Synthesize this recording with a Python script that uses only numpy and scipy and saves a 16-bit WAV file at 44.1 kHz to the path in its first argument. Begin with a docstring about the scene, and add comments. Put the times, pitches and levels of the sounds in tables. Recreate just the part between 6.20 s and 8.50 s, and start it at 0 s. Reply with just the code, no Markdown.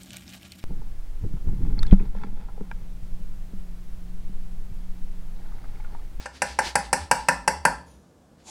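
"""A plastic scoop knocks rapidly on the rim of a steel saucepan that a hand holds and damps.
Each impact excites damped modes and a noise transient: a hollow knock, a bright click, a short ring
and a low thud, with the reverberation of a small kitchen. The stove top booms faintly below.
Soft swishes lie between the taps; the scoop rubs off the rim, and a soft brushing rises as it lifts."""
import sys
import numpy as np
from scipy import signal
from scipy.fft import rfft, irfft, next_fast_len
from scipy.io import wavfile
from scipy.ndimage import map_coordinates

SR = 44100
rng = np.random.default_rng(int(sys.argv[2]) if len(sys.argv) > 2 else 0)


def generate_wav(signal):
    """Clip the signal to [-1, 1] and save it as 16-bit WAV at the path in sys.argv[1]."""
    frames = np.transpose(np.atleast_2d(signal))
    scaled = np.clip(frames, -1, 1) * 32767
    pcm = np.round(scaled).astype(np.int16)
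    wavfile.write(sys.argv[1], SR, pcm)


N = 101429

# Blows on the rim: start_s, strength_db, favoured_hz, upper_modes_db, click_db
RIM_TAPS = [(-.11, -7, 834, 3.5, 5), (0.0575, -14, 750, 1, 3.5), (0.2189, -2.5, 770, 0, 1),
            (.3885, -2, 895, 2, -0.5), (0.5543, 0.5, 812, -0.5, -0.5), (0.729, 0, 836, -1.5, 2.5),
            (0.9123, 0.5, 901, 0.5, 2), (1.0854, 1, 959, 4, -1.5), (1.2770, 0.5, 892, -1, 0.5),
            (1.4516, 2.5, 912, 3.5, -3)]
def scoop_taps():
    """Superposition: each impact is heard directly, as an inverted reflection and as reverberation."""
    out, t = np.zeros(N), np.arange(SR // 2) / SR
    walls = rng.standard_normal(len(t))
    reflection_s, reflection_db, room_delay_s = 0.00467, -4, 0.0055
    for start_s, strength_db, favoured_hz, upper_db, click_db in RIM_TAPS:
        knock = contact_knock(t, favoured_hz, upper_db)
        ring = pan_ring(t, favoured_hz, upper_db)
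        thud = pan_thud(t, strength_db)
        click = contact_click(t, strength_db, click_db)
        reflection = -filtered(knock, lambda hz: high_pass(hz, 1470))
        add(out, start_s, amp(strength_db) * (knock + click + ring + thud))
        add(out, start_s + reflection_s, amp(strength_db + reflection_db) * reflection)
        add(out, start_s + room_delay_s, amp(strength_db) * kitchen(knock + click + thud, walls))
    return out


# Modes of scoop and pan in contact: pitch_hz, level_db, t60_s
CONTACT_MODES = [(549.1, -30, 0.058), (587, -16.5, 0.045), (816.5, -21.5, 0.057), (868.8, -16, 0.05),
                 (932.4, -14.5, 0.038), (997, -30.5, 0.043), (1377, -10, 0.021), (1592, -12, 0.036),
                 (1776.4, -14.5, 0.039), (1999, -16.5, 0.023), (2543, -25, 0.029), (2586, -19.5, 0.014),
                 (2663, -40.5, 0.02)]
def contact_knock(t, favoured_hz, upper_db):
    """Impulse response: heavily damped modes start in phase and make a hollow knock."""
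    return sum(mode(t, hz, db + coupling_db(hz, favoured_hz, upper_db), t60_s)
               for hz, db, t60_s in CONTACT_MODES)


# Free modes of the pan: pitch_hz, level_db, t60_s
PAN_MODES = [(517, -26, 0.11), (808, -42, 0.5), (815, -28.5, 0.18), (837, -48, 0.315), (953, -42.5, 0.38),
             (983, -31, .27), (1070, -46.5, .28), (1476, -29, 0.17), (1731, -39, 0.4), (1680, -36.5, 0.27),
             (4370, -47, .25), (5900, -53.5, .25), (7400, -50.5, .27), (9570, -52, .2),
             (10350, -61.5, 0.53)]
def pan_ring(t, favoured_hz, upper_db):
    """Free vibration: the pan's less damped modes outlast the knock."""
    return sum(mode(t, hz, db + coupling_db(hz, favoured_hz, upper_db, share=0.55), t60_s,
                    phase=rng.uniform(0, 2 * np.pi))
               for hz, db, t60_s in PAN_MODES)


def coupling_db(hz, favoured_hz, upper_db, share=1):
    """Modal coupling: the place struck favours certain modes; the lowest answer alike anywhere."""
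    octaves_off = np.log2(hz / favoured_hz)
    favour_db = 10.5 * np.exp(-(octaves_off / 0.091) ** 2) * (hz > 700)
    return share * favour_db + upper_db * np.interp(hz, [1050, 1400], [0, 1])


# Spectrum of the click: frequency_hz, density_db
CLICK_SPECTRUM = [(400, -6), (1200, -18), (2100, -2), (2700, 3), (3200, -22), (4100, -14.5), (4600, -2.5),
                  (5700, -2), (6800, -9), (8200, 1.5), (9100, -6), (10050, 0.5), (10700, -15.5),
                  (12300, -19), (15500, -29)]
def contact_click(t, strength_db, click_db):
    """Broadband transient: a brief contact gives a noise burst, brighter for harder blows."""
    burst = amp(click_db - 16) * struck(t, rise_s=0.00043, t60_s=0.049) * noise(CLICK_SPECTRUM, len(t))
    return filtered(burst, lambda hz: amp(0.72 * strength_db * (0.5 + high_pass(hz, 7800))))


# Low modes of the pan on its mat: pitch_hz, level_db, t60_s
MAT_MODES = [(135, -37.5, 0.13), (172.5, -30.5, 0.11), (204.5, -41.5, 0.27), (235.3, -52.5, 0.32),
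             (262, -35.5, 0.21), (387.7, -50, .12)]
def pan_thud(t, strength_db):
    """Nonlinear response: low modes of alternating sign grow faster than the strength of the blow."""
    modes = sum(mode(t, hz, db, t60_s, rise_s=0.0024, phase=k * np.pi)
                for k, (hz, db, t60_s) in enumerate(MAT_MODES))
    return amp(0.83 * strength_db) * modes


# Decay of the room: frequency_hz, t60_s
KITCHEN_DECAY = [(150, 0.94), (400, 0.2), (1000, 0.39), (1700, 0.3), (2600, 0.35), (3600, 0.49),
                 (5000, 0.34), (8000, 0.3), (14000, 0.21)]
# Colour of the reverberation: frequency_hz, gain_db
KITCHEN_GAIN = [(150, -12.5), (500, -5), (1000, -10), (2000, -8), (2700, -13), (3500, -5), (4200, -10),
                (5000, -8), (9000, -12), (14000, -9)]
def kitchen(tap, walls):
    """Reverberation: convolution with a diffuse tail in which each frequency decays at its own rate."""
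    # the same room tail for every tap, mixed with fresh noise so each rings slightly differently
    echoes = walls + 0.9 * rng.standard_normal(len(walls))
    hz, t, bands = signal.stft(echoes, SR, nperseg=256)
    decay = struck(t, rise_s=0.0054, t60_s=along(KITCHEN_DECAY, hz)[:, None])
    tail = signal.istft(bands * decay, SR, nperseg=256)[1]
    tail = filtered(tail / np.linalg.norm(tail), lambda f: amp(along(KITCHEN_GAIN, f)))
    return signal.fftconvolve(tap, tail)


# High resonances of the rubbed rim: frequency_hz, density_db
RIM_SPECTRUM = [(1500, -11.5), (3400, -9), (5600, -11.5), (6050, -1.5), (6400, -13.5), (6900, -0.5),
                (7500, -30), (9200, -29), (9500, 0.5), (9900, -13), (12000, -15), (14000, -33)]
def slide_off():
    """Friction excitation: the rim sings faintly as the scoop slides off it."""
    out, t = np.zeros(N), np.arange(N) / SR
    rub = amp(-54) * struck(t, rise_s=0.03, t60_s=0.52) * noise(RIM_SPECTRUM, N)
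    add(out, start_s=1.657, sound=rub)
    return out


# Soft swishes: crest_s, width_s, level_db
SWISH_SWELLS = [(0.054, 0.037, -47.5), (0.165, 0.022, -46.5), (0.281, 0.048, -42.5), (0.458, 0.075, -44),
                (0.632, 0.045, -46.5), (0.815, 0.04, -47.5), (1.007, 0.043, -49.5), (2.201, 0.04, -67)]
# Spectrum of a swish: frequency_hz, density_db
SWISH_SPECTRUM = [(300, -1), (1000, -8.5), (1800, -0.5), (2600, -2.5), (3500, -2), (4500, 0), (7000, -8.5),
                  (10500, -17), (13000, -28.5), (16000, -34.5)]
def swishes():
    """Amplitude modulation: noise swells softly, and fast random changes of level make it gritty."""
    envelope = sum(amp(db) * swell(crest_s, width_s) for crest_s, width_s, db in SWISH_SWELLS)
    grit = unit(amp(4.5 * wobble(rate_hz=20) + 0.89 * wobble(rate_hz=2100)))
    return envelope * grit * noise(SWISH_SPECTRUM, N)


# Spectrum of the brushing: frequency_hz, density_db
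BRUSH_SPECTRUM = [(180, -41.5), (300, -14), (403, -16.5), (884, -2), (1420, -22.5), (2600, -13.5),
                  (2870, -20), (3550, -12), (5800, -13.5), (7060, -4.5), (7920, -15), (10500, -22),
                  (15000, -52)]
def brushing(onset_s=2.272, rise_s=0.011):
    """Friction noise: a soft brushing rises in one smooth step as the scoop is lifted away."""
    t = np.arange(N) / SR
    step = (1 + np.tanh((t - onset_s) / (2 * rise_s))) / 2
    return amp(-41.5) * step * noise(BRUSH_SPECTRUM, N)


def stove_top(lag_s=0.087, scoop_off_s=1.81):
    """Structure-borne sound: the surface under the pan booms and wavers, swelling after each tap."""
    swells = sum(amp(-41.5 + 0.63 * strength_db) * swell(start_s + lag_s, width_s=0.045)
                 for start_s, strength_db, *_ in RIM_TAPS)
    sustain = amp(-52) * np.clip((scoop_off_s - np.arange(N) / SR) / 0.041, 0, 1)
    pitch_hz = 65.1 + 8.1 * wobble(rate_hz=11)
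    flutter = amp(2.5 * wobble(rate_hz=26))
    boom = unit(flutter * np.sin(2 * np.pi * np.cumsum(pitch_hz) / SR))
    return np.hypot(swells, sustain) * boom


# Spectrum of the quiet kitchen: frequency_hz, density_db
BACKGROUND_SPECTRUM = [(15, -70.5), (25, -23.5), (70, -2), (114, -15), (161, -6), (335, -11), (416, -17.5),
                       (463, -12), (962, -22.5), (1740, -28.5), (1890, -35), (7710, -36.5), (16000, -49.5)]
def background():
    """Stationary noise: a faint, steady rumble with a trace of hiss."""
    return amp(-56) * noise(BACKGROUND_SPECTRUM, N)


def mode(t, hz, level_db, t60_s, rise_s=0.0018, phase=0):
    """Damped harmonic oscillator, its level scattered a little from blow to blow."""
    gain = amp(level_db + 1.2 * rng.standard_normal())
    return gain * struck(t, rise_s, t60_s) * np.cos(2 * np.pi * hz * t + phase)


def struck(t, rise_s, t60_s):
    """Quick rise and exponential decay."""
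    return (1 - np.exp(-t / rise_s)) * amp(-60 * t / t60_s)


def swell(crest_s, width_s):
    """Gaussian envelope with standard deviation width_s."""
    return np.exp(-((np.arange(N) / SR - crest_s) / width_s) ** 2 / 2)


def wobble(rate_hz):
    """Spline through rate_hz random knots a second."""
    return map_coordinates(rng.standard_normal(N // 100), [np.arange(N) * rate_hz / SR], mode="wrap")


def noise(spectrum, size):
    """Coloured noise of rms 1."""
    return unit(filtered(rng.standard_normal(size), lambda hz: amp(along(spectrum, hz))))


def filtered(x, response):
    """Linear filter: the spectrum of x times a frequency response."""
    size = next_fast_len(len(x) + 8192)
    return irfft(rfft(x, size) * response(np.fft.rfftfreq(size, 1 / SR)), size)[:len(x)]


def high_pass(hz, corner_hz):
    """Gain rising steeply from 0 to 1 around the corner."""
    return 1 - 1 / (1 + (hz / corner_hz) ** 10)


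def along(points, hz):
    """Interpolation on a logarithmic frequency axis."""
    knots_hz, values = np.transpose(points)
    return np.interp(np.log(hz + 1), np.log(knots_hz + 1), values)


def amp(db):
    """Decibels to gain."""
    return 10 ** (np.asarray(db) / 20)


def unit(x):
    """Scale to rms 1."""
    return x / np.sqrt(np.mean(x ** 2) + 1e-20)


def add(track, start_s, sound):
    """Mix a sound into the track from start_s, which may be negative."""
    start = round(start_s * SR)
    sound = sound[max(-start, 0):]
    part = track[max(start, 0):][:len(sound)]
    part += sound[:len(part)]


def scene():
    """Superposition: all sources add in one channel."""
    return (scoop_taps() + slide_off() + swishes() + brushing() + stove_top() + background())[None]


def record(dry):
    """Hard clipping at full scale, then an ideal low-pass filter."""
    clipped = np.clip(dry[0], -1, 1)
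    return filtered(clipped, lambda hz: hz < 15800)[None]


dry = scene()
out = record(dry)
generate_wav(out)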